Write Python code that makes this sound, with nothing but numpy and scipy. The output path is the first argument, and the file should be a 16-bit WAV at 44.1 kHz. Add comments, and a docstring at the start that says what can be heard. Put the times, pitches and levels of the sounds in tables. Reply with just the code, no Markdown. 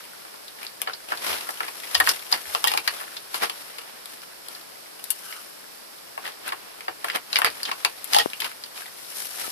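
"""A steady hiss and a light stir of fur open the scene, then a small dog crunches dry kibble close by.
Cracks are bursts of micro-cracks in clusters, filtered into bowl knocks, pitched snaps and bright splinters.
Between them fur and cloth rustle as fluttering coloured noise, and paws thud as short low booms.
The nose whistles faintly once as narrow bands of noise; twice a damped swing marks a touch on the left port.
A short tail of decaying noise places the crunching in a carpeted room."""
import sys
import numpy as np
from scipy import signal
from scipy.fft import rfft, irfft
from scipy.io import wavfile
from scipy.ndimage import uniform_filter1d, minimum_filter1d

SR = 44100
rng = np.random.default_rng(int(sys.argv[2]) if len(sys.argv) > 2 else 0)


def wrap_up_sound(samples):
    """Save the sound to the file named by the first command line argument, as 16-bit audio."""
    columns = np.atleast_2d(samples).T
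    # keep every value between -1 and 1, then stretch to whole-number steps
    tamed = np.clip(columns, -1, 1)
    steps = np.round(tamed * 32767).astype(np.int16)
    wavfile.write(sys.argv[1], SR, steps)


N = 419389

# steady hiss colour: (frequency [Hz], relative level per Hz [dB])
HISS_COLOUR = [(30, -13.5), (80, -17), (150, -8), (300, -2), (600, 1), (900, -1), (1400, -2.5),
               (2200, -5.5), (3800, -7), (5000, -3), (6800, -16), (8500, -8.5), (10500, -5), (14000, -11)]
# the two microphone ports: (frequency [Hz], likeness [-1..1], left over right [dB])
PORT_PAIR = [(60, -0.19, 4), (130, -0.15, 7.5), (285, -0.46, 6), (664, -0.43, 2), (1420, -0.041, 0.5),
             (2600, -0.093, 0.5), (4950, -0.062, -8), (8800, 0.15, 3), (13800, -0.29, 2.5)]
# room tail: (frequency [Hz], time to fall 60 dB [s])
ROOM_DECAY = [(100, 0.27), (530, 0.097), (1400, 0.11), (3700, 0.11), (10000, 0.065)]
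# paws thud on the floor: (time [s], level before onset smoothing [dB])
PAW_THUDS = [(1.3, -40), (1.97, -34), (2.07, -58), (2.47, -45), (2.63, -49), (3.41, -63), (8.19, -45),
             (9.43, -48)]
# soft touches on the left port: (time [s], peak level [dB])
PORT_TOUCHES = [(8.2595, -7), (9.479, -24)]
# thin whistle of the nose: (time [s], lower resonance [Hz], upper resonance [Hz], level before trim [dB])
NOSE_WHISTLE = [(5.19, 1550, 3120, -70), (5.22, 1487, 3080, -52), (5.31, 1400, 2860, -45),
                (5.38, 1346, 2910, -45), (5.45, 1230, 2950, -59)]
# colour of the rubbing fur: (frequency [Hz], relative level per Hz [dB])
FUR_COLOUR = [(30, -30), (85, -17.5), (130, -20.5), (250, -3.5), (600, 4), (1400, 3), (2500, 1),
              (5200, -3.5), (7000, -39), (8500, -18.5), (11000, -18.5), (14000, -33)]
# light rubbing as the dog moves about or stands: (time [s], body before trim [dB], treble [dB])
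FUR_STIR = [(0, -51.5, -52), (.95, -61.5, -60), (1.2, -44.5, -41.5), (2.2, -47, -41.5), (3.05, -46, -44),
            (3.25, -51.5, -48), (3.6, -46.5, -43.5), (3.85, -49.5, -53), (4.25, -57, -59), (5.4, -55, -53),
            (6.05, -61, -59), (6.6, -48, -72), (7.25, -59.5, -60), (7.5, -44.5, -43.5), (8, -50.5, -47.5),
            (8.4, -48.5, -43), (8.62, -56.5, -53.5), (9.5, -50, -35)]
# the dog brushes against bowl and carpet:
# (time at the height of the stroke [s], length [s], body before trim [dB], treble [dB])
BRUSH_STROKES = [(0.637, 0.2, -46, -48), (0.894, 0.16, -41.5, -56), (1.128, 0.17, -38.5, -42),
                 (1.301, 0.24, -29, -29.5), (1.51, 0.11, -58, -37), (1.646, 0.18, -43.5, -56),
                 (1.966, 0.32, -38.5, -35), (2.084, 0.13, -31.5, -27.5), (2.34, 0.113, -32, -35),
                 (2.542, 0.34, -41, -35.5), (2.706, 0.19, -35.5, -33), (2.939, 0.26, -41.5, -41),
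                 (3.354, .09, -33, -29.5), (3.436, 0.098, -26.5, -31.5), (3.888, 0.079, -45.5, -60),
                 (4.121, .14, -46, -42), (4.51, 0.3, -49.5, -44.5), (5.257, 0.67, -56, -41.5),
                 (6.262, .14, -38.5, -44), (6.48, 0.13, -35.5, -42), (7.077, 0.17, -41.5, -41.5),
                 (7.154, 0.063, -28, -39), (7.371, 0.21, -35.5, -35), (7.693, 0.084, -34.5, -49),
                 (8.152, .2, -33, -29.5), (8.454, 0.13, -35.5, -37), (8.796, 0.17, -42.5, -38),
                 (9.17, 0.43, -45, -33), (9.408, 0.23, -38, -34.5)]
# ringing of the bowl, wall and rim first: (frequency [Hz], width [Hz], level over the plain knock [dB])
BOWL_MODES = [(848, 33, -34), (1864, 37, -26), (460, 54, 3), (2854, 160, -2), (4370, 82, -2),
              (4565, 180, 7.5), (5080, 95, 4), (5770, 30, -16)]
# contacts that set the two main modes ringing: (time [s], wall mode level [dB], rim mode level [dB])
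BOWL_TAPS = [(1.952, -40, -16), (2.006, -32, -7.5), (2.072, -28, -14), (2.642, -8, -42), (2.672, -20, -15),
             (2.716, -16, -43), (2.737, -32, -40), (2.75, -14, -38), (2.877, -39, -17), (7.418, -38, -18),
             (7.448, -20, -13), (8.136, -22, -30), (8.148, -7, -28), (8.165, -4.5, -23), (8.188, -5, -21),
             (8.198, -25, -12)]
# individually placed cracks, ticks and mouth taps, faint to hard, before the trims in crunches():
# (time [s], crumbling time [s], knock level [dB], snap level [dB], pitch of the piece [Hz],
# treble splinter level [dB])
PLACED_CRACKS = [(.25, .003, -43, -50, 1200, -60), (.34, .003, -43, -50, 1200, -60),
                 (.48, .002, -56.5, -40.5, 4000, -55), (0.63, 0.0018, -62, -37, 2350, -42),
                 (.6664, 0.00093, -62, -36, 4300, -50), (0.8168, 0.0015, -34, -27.5, 2570, -24.5),
                 (0.8723, 0.008, -26.5, -28, 1720, -54), (0.8966, 0.0015, -49, -30, 1360, -53),
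                 (0.933, .005, -44, -34, 4400, -59), (1.1191, 0.0037, -23, -27.5, 1430, -49),
                 (1.137, 0.0018, -42, -32.5, 1600, -53), (1.4892, 0.0036, -28, -35, 1760, -39),
                 (1.6045, 0.0022, -25, -29.5, 1430, -52), (1.6316, 0.0038, -38, -33, 1900, -47),
                 (1.6808, .004, -35, -34, 2210, -54), (1.8334, .004, -49, -35, 2017, -46.5),
                 (1.946, 0.0019, -47, -25, 4500, -33), (1.9496, 0.0034, -22.5, -16.5, 3100, -29.5),
                 (2.0003, 0.0033, -19, -16, 1750, -19.5), (2.0075, .002, -21, -23, 1650, -36),
                 (2.0663, .003, -44, -27, 2600, -36), (2.0733, 0.00096, -17.5, -14.5, 1550, -20.5),
                 (2.0884, 0.0073, -36, -17, 5500, -21), (2.3148, 0.0083, -46, -33, 3500, -31),
                 (2.325, 0.0025, -20, -19.5, 4600, -31), (2.339, .002, -45, -27, 2090, -37.5),
                 (2.5489, .002, -21, -24, 2774, -43), (2.6412, 0.0017, -19.5, -15, 3000, -20),
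                 (2.6709, 0.0064, -30, -22.5, 2850, -22.5), (2.6784, 0.0059, -40, -21.5, 3550, -32),
                 (2.716, .003, -44, -27, 2650, -34), (2.7362, 0.0035, -26, -27.5, 2530, -35),
                 (2.774, 0.0036, -24.5, -19.5, 2440, -27.5), (2.8756, 0.0031, -45, -16.5, 2160, -27.5),
                 (3.0084, 0.012, -34.5, -39, 1288, -38.5), (3.1656, 0.0066, -44, -33, 3700, -47),
                 (3.3434, .002, -29, -31.5, 3920, -39), (3.4328, 0.0042, -23.5, -28, 1800, -31.5),
                 (3.4959, 0.0043, -32, -28, 2850, -37), (3.7825, 0.0056, -41, -35, 2720, -42.5),
                 (4.057, .001, -46, -40, 3120, -39), (4.4844, 0.0018, -42.5, -43, 3700, -37.5),
                 (4.5488, .005, -50.5, -42, 4300, -52), (5.04, 0.0031, -62, -41, 4100, -32),
                 (5.1028, 0.0075, -62, -31, 3020, -17.5), (5.3253, 0.0012, -52, -34, 2300, -51),
                 (6.177, 0.0025, -30, -39, 1400, -49), (6.254, .0014, -55, -31.5, 1755, -52),
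                 (6.2747, 0.0059, -37, -33.5, 1730, -45), (6.4776, .003, -52, -31, 1480, -33.5),
                 (6.5207, 0.0047, -27.5, -29.5, 1750, -46), (6.5317, .002, -33, -39, 1400, -49),
                 (6.806, .003, -42, -37, 2150, -49), (6.8805, 0.0053, -25, -29.5, 1650, -58),
                 (7.0431, 0.0065, -25, -28, 1900, -34), (7.0835, 0.002, -52, -29.5, 1615, -50),
                 (7.0992, .002, -37, -24, 1990, -56), (7.1583, 0.0033, -26, -28, 2000, -31.5),
                 (7.329, 0.0026, -56, -23.5, 3990, -40), (7.3575, 0.0014, -43, -16, 2240, -37),
                 (7.367, 0.0012, -39, -19, 2140, -49), (7.3863, 0.0028, -22, -29.5, 1440, -25.5),
                 (7.418, .001, -21.5, -20, 1570, -36), (7.446, .0012, -11, -6, 2060, -11),
                 (7.631, .002, -63.5, -29.5, 4460, -30.5), (7.6513, 0.0063, -56, -27, 3210, -48),
                 (7.714, 0.0037, -25, -26, 2370, -41.5), (7.848, 0.0019, -20, -16, 2450, -24.5),
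                 (8.0428, 0.0018, -57, -45, 2950, -31), (8.1334, 0.0016, -28, -19, 2950, -28),
                 (8.1458, 0.0011, -36, -14.5, 3000, -23), (8.1644, 0.0014, -27.5, -22, 3860, -31),
                 (8.1856, 0.0024, -15, -8, 3250, -13.5), (8.333, 0.00086, -60, -30.5, 2680, -52),
                 (8.4015, 0.0077, -41, -27, 3060, -29), (8.4189, .003, -33.5, -26.5, 2300, -45),
                 (8.443, .005, -39, -27.5, 2550, -37), (8.637, 0.0018, -55, -36, 4100, -47)]

HISS_DB = -43.5
CUTOFF_HZ = 14800
LIMIT_RELEASE_DB_PER_S = 600
# part of a stroke's length spent swelling; drop at both ends; 1 pointed, 2 rounded
STROKE_RISE_SHARE, STROKE_ENDS_DB, STROKE_SHAPE = 0.42, 18.5, 1.3
# crumbs: rate and level at the usual rubbing level, full range of random level
CRUMBS_PER_S, CRUMB_DB, CRUMB_SPREAD_DB, USUAL_RUB_DB = 20, -46, 12, -48
# shares of the rubbing's swing in dB that crumb level and rate follow; highest rate
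CRUMB_FOLLOWS, CRUMB_RATE_FOLLOWS, MOST_CRUMBS_PER_S = 0.55, 0.8, 50
CRUMB_KNOCK_DB, CRUMB_SPLINTER_DB = -8, -8   # relative to the snap
PIECE_WIDTH_SHARE = 0.2   # width of a piece's ring over its pitch
CRUSH_SHARE, CRUSH_FOLLOWS = 1.21, 0.41   # broad crushing noise at 0 dB; how far it shrinks in small snaps
SPLINTER_PAN_DB = 24   # splinters reach the left port best


def from_db(db):
    """Decibels to gain."""
    return 10 ** (np.asarray(db) / 20)


def rms_one(x):
    """Scale to unit power."""
    return x / np.sqrt(np.mean(x ** 2) + 1e-20)


def in_time(rows):
    """Each column of a curve at every sample."""
    s, *columns = np.transpose(rows)
    return [np.interp(np.arange(N) / SR, s, column) for column in columns]


def at_hz(rows, hz):
    """Each column of a spectrum at one frequency, along a log axis."""
    table_hz, *columns = np.transpose(rows)
    return [np.interp(np.log(hz), np.log(table_hz), column) for column in columns]


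def band(x, low_hz, high_hz, order=2):
    """Causal band-pass."""
    sos = signal.butter(order, [low_hz, high_hz], "band", fs=SR, output="sos")
    return signal.sosfilt(sos, x + 1e-18)


def resonate(x, hz, width_hz):
    """One two-pole resonance with gain 1 on top."""
    r = np.exp(-np.pi * width_hz / SR)
    feed = np.array([1, 0, -1]) * (1 - r * r) / 2
    return signal.lfilter(feed, [1, -2 * r * np.cos(2 * np.pi * hz / SR), r * r], x + 1e-18)


def drift(per_s):
    """Chance movement with unit rms: random knots joined by straight lines."""
    knots = np.arange(N) / SR * per_s
    return rms_one(np.interp(knots, np.arange(4000), rng.standard_normal(4000)))


def pan(db):
    """Left and right gains at constant power."""
    return rms_one(from_db([[db / 2], [-db / 2]]))


def port_bands(size):
    """Bands of stereo noise as the two ports hear it: (centre Hz, noise)."""
    edges = np.geomspace(25, 16500, 25)
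    white = rng.standard_normal((2, 2, size))   # neighbouring bands use different noise
    for k, (low, high) in enumerate(zip(edges, edges[1:])):
        mid, side = band(white[k % 2], low, high)
        hz = np.sqrt(low * high)
        alike, pan_db = at_hz(PORT_PAIR, hz)
        shared = np.sqrt(1 + alike) * mid
        opposed = np.sqrt(1 - alike) * side * [[1], [-1]]
        yield hz, (shared + opposed) * pan(pan_db)


def coloured(spectrum):
    """Stereo noise of a given colour, rms 1."""
    return rms_one(sum(from_db(at_hz(spectrum, hz)[0]) * noise for hz, noise in port_bands(N)))


def far_port(x, lag_s, gain):
    """Left hears the sound first, right a moment later."""
    right = np.interp(np.arange(N) - lag_s * SR, np.arange(N), x, left=0)
    return np.array([x, gain * right])


def hiss():
    """Steady coloured noise under everything."""
    return from_db(HISS_DB) * coloured(HISS_COLOUR)


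def room(x, wet_db, build_s, count=6):
    """Dense reflections; the treble dies first, and the pattern shifts steadily, cycling through six tails."""
    t, out = np.arange(SR // 3) / SR, 0
    place = np.arange(N) / SR * 16 % count   # moves on by 16 tails a second
    for k in range(count):
        tail = sum(noise * from_db(-60 * t / at_hz(ROOM_DECAY, hz)[0]) for hz, noise in port_bands(len(t)))
        tail = tail * (1 - np.exp(-t / build_s))
        tail = tail / np.sqrt(np.sum(tail ** 2) / 2)
        distance = np.abs((place - k + count / 2) % count - count / 2)
        share = np.sin(np.pi / 2 * np.maximum(1 - distance, 0))   # constant-power crossfade
        out = out + from_db(wet_db) * signal.oaconvolve(x * share, tail, axes=1)[:, :N]
    return out


def paws(floor_hz, t60):
    """Soft steps make the floor boom briefly, in opposite phase at the ports."""
    s, level_db = np.transpose(PAW_THUDS)[:, :, None]
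    since = np.maximum(np.arange(N) / SR - s, 0)
    decay = from_db(level_db - np.minimum(60 * since / t60, 200))
    booms = decay * np.sin(2 * np.pi * floor_hz * since) * (1 - np.exp(-since / 0.0061))
    return np.sum(booms, axis=0) * [[1], [-.3]]


def bump(hz, width_hz):
    """A soft touch on the left port: one heavily damped swing."""
    push = np.zeros(N)
    for s, db in PORT_TOUCHES:
        push[round(s * SR)] = from_db(db)
    swing = band(resonate(push, hz, width_hz), 146, 1390)
    return push.max() * swing / np.abs(swing).max() * [[1], [-.25]]


def nose_air(hz, width_hz):
    """Breath noise shifted up to a moving resonance."""
    breath = band(rng.standard_normal((2, N)), 12, width_hz)
    return rms_one(breath * np.sin(2 * np.pi * np.cumsum(hz) / SR))


def nose(width_hz):
    """Two narrow resonances of air that sink overall, the upper one turning up near the end."""
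    lower_hz, upper_hz, level_db = in_time(NOSE_WHISTLE)
    t = np.arange(N) / SR
    sounding = (t > NOSE_WHISTLE[0][0]) & (t < NOSE_WHISTLE[-1][0])
    air = nose_air(lower_hz, width_hz) + 0.69 * nose_air(upper_hz, width_hz)
    return from_db(level_db + 0.5) * sounding * air


def rubbing_db(t):
    """Body and treble level of the rubbing at times t: strokes swell and fade over the light stir."""
    s, *stir = np.transpose(FUR_STIR)
    power = np.array([from_db(np.interp(t, s, db)) ** 2 for db in stir])
    for peak_s, length_s, *levels_db in BRUSH_STROKES:
        before = (peak_s - t) / STROKE_RISE_SHARE
        after = (t - peak_s) / (1 - STROKE_RISE_SHARE)
        away = np.maximum(before, after) / length_s   # 0 at the height, 1 at either end
        drop_db = STROKE_ENDS_DB * np.minimum(away, 10) ** STROKE_SHAPE
        power += from_db(np.array(levels_db)[:, None] - drop_db) ** 2
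    return 10 * np.log10(power)


def rustle(flutter_db, grain_db, treble_pan_db):
    """Hairs and fibres slip past each other: fine grains in a fluttering swish."""
    t = np.linspace(0, N / SR, 4000)
    body_db, treble_db = in_time(np.transpose([t, *rubbing_db(t)]))
    rub = coloured(FUR_COLOUR) * from_db(flutter_db * drift(70) + grain_db * drift(270))
    body = rms_one(band(rub, 30, 4200, order=3))
    treble = rms_one(band(rub, 8000, .45 * SR, order=3))
    return from_db(body_db + 2.5) * body + from_db(treble_db) * treble * pan(treble_pan_db)


def bowl(x):
    """The bowl's resonances ring on after each contact."""
    return x + sum(from_db(db) * resonate(x, hz, width_hz) for hz, width_hz, db in BOWL_MODES)


def bowl_ring(detune):
    """Wall and rim ring on after a contact, each time at a slightly different pitch."""
    t, out = np.arange(SR // 5) / SR, np.zeros((2, N + SR))
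    for s, *levels_db in BOWL_TAPS:
        start = round(s * SR)
        for mode, (hz, width_hz, _) in enumerate(BOWL_MODES[:2]):
            tap_hz = hz * (1 + detune * rng.standard_normal())
            ring = np.sin(2 * np.pi * tap_hz * t) * np.exp(-np.pi * width_hz * t)
            onset = 1 - np.exp(-t / 0.00024)
            out[mode, start:start + len(t)] += from_db(levels_db[mode]) * ring * onset
    return out[:, :N]


def crumbs():
    """Loose crumbs: faint random cracks, denser and harder as the dog rubs, in the columns of PLACED_CRACKS."""
    gap, loud, crumble, pitch, bright, keep = rng.random((6, 900))
    s = np.cumsum(-np.log(gap)) / MOST_CRUMBS_PER_S
    busy_db = rubbing_db(s)[0] - USUAL_RUB_DB
    # thin the densest stream down to the wanted rate
    falls = keep * MOST_CRUMBS_PER_S < CRUMBS_PER_S * from_db(CRUMB_RATE_FOLLOWS * busy_db)
    snap_db = CRUMB_DB + CRUMB_FOLLOWS * busy_db + CRUMB_SPREAD_DB * (loud - .5)
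    splinter_db = snap_db + CRUMB_SPLINTER_DB + 10 * (bright - .5)
    crumble_s, piece_hz = .0006 + .003 * crumble, 1200 * 3.2 ** pitch
    rows = np.transpose([s, crumble_s, snap_db + CRUMB_KNOCK_DB, snap_db, piece_hz, splinter_db])
    return list(rows[falls & (s < N / SR)])


def fracture(crumble_s, grain_db, rise_s):
    """One piece gives way: a main break amid uneven micro-cracks that die out, with a fairly even spectrum."""
    t = np.arange(2600) / SR
    grains = rng.standard_normal(len(t)) * from_db(grain_db * rng.standard_normal(len(t)))
    grains = grains * (1 - np.exp(-t / rise_s)) * np.exp(-t / crumble_s)
    grains[round(.5 * crumble_s * SR)] += 0.22 * np.sqrt(np.sum(grains ** 2))   # the main break
    spectrum = rfft(grains)
    evened = irfft(spectrum / (np.abs(spectrum) + 1e-9) ** .45)
    return evened * np.exp(-t / (crumble_s * 4))


def at_level(burst, db):
    """Give a burst the energy of 10 ms at this level."""
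    return from_db(db) * burst * np.sqrt(.01 * SR / (np.sum(burst ** 2) + 1e-20))


def crunches():
    """Each crack knocks on the bowl, snaps at the pitch of its piece and throws off bright splinters."""
    knocks, snaps, splinters = np.zeros(N + SR), np.zeros(N + SR), np.zeros((2, N + SR))
    for s, crumble_s, knock_db, snap_db, piece_hz, splinter_db in PLACED_CRACKS + crumbs():
        force, other = [fracture(crumble_s * 0.82, grain_db=6.5, rise_s=crumble_s * 0.26) for _ in range(2)]
        start = round(s * SR)
        span = slice(start, start + len(force))

        knock = band(force, 702, 1357) + 0.25 * band(force, 283, 445) + 0.073 * band(force, 94, 240, order=1)
        knocks[span] += at_level(knock, knock_db + 2.0)

        top_hz = np.clip(2.1 * piece_hz, 2500, 5900)   # low-pitched pieces are duller
        snap = band(force, 820, top_hz, order=3)
        crush = CRUSH_SHARE * from_db(CRUSH_FOLLOWS * snap_db) * snap
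        ring = resonate(snap, piece_hz, piece_hz * PIECE_WIDTH_SHARE)
        snaps[span] += at_level(crush + ring, snap_db)

        bright = band(np.array([force, other]), 8980, 12600)
        splinters[:, span] += at_level(bright, splinter_db + 3.0) * pan(SPLINTER_PAN_DB)
    return knocks[:N], snaps[:N], splinters[:, :N]


def scene():
    """Crunching in the room, with rustle, small noises and hiss."""
    small = nose(width_hz=150) + bump(hz=350, width_hz=310) + paws(floor_hz=81.4, t60=0.28)
    rubbing = rustle(flutter_db=1.26, grain_db=1.6, treble_pan_db=7)
    wall, rim = bowl_ring(detune=0.0093)
    rings = far_port(wall, lag_s=.00003, gain=-.55) + far_port(rim, lag_s=.00055, gain=.7)
    knocks, snaps, splinters = crunches()
    # the ports hear the lows in opposite phase
    low = far_port(bowl(knocks), lag_s=.00002, gain=-0.76) * from_db(0.5)
    middle = far_port(bowl(snaps), lag_s=0.000551, gain=0.76) * from_db(-0.5)
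    echo = room(.85 * low + middle + .9 * splinters + .3 * rings, wet_db=-6.5, build_s=.001)
    return hiss() + small + rubbing + echo + rings + low + middle + splinters


def record(dry):
    """A fast limiter in each channel holds down the loudest cracks; the top is cut."""
    over_db = 20 * np.log10(np.maximum(np.abs(dry), 1))
    recovered_db = LIMIT_RELEASE_DB_PER_S * np.arange(N) / SR
    held_db = np.maximum.accumulate(over_db + recovered_db, axis=1) - recovered_db
    gain = minimum_filter1d(from_db(-held_db), size=25)   # duck just ahead of each peak
    gain = uniform_filter1d(gain, size=25)
    top_cut = signal.ellip(10, .3, 60, CUTOFF_HZ, fs=SR, output="sos")
    return signal.sosfilt(top_cut, gain * dry)


dry = scene()
out = record(dry)
wrap_up_sound(out)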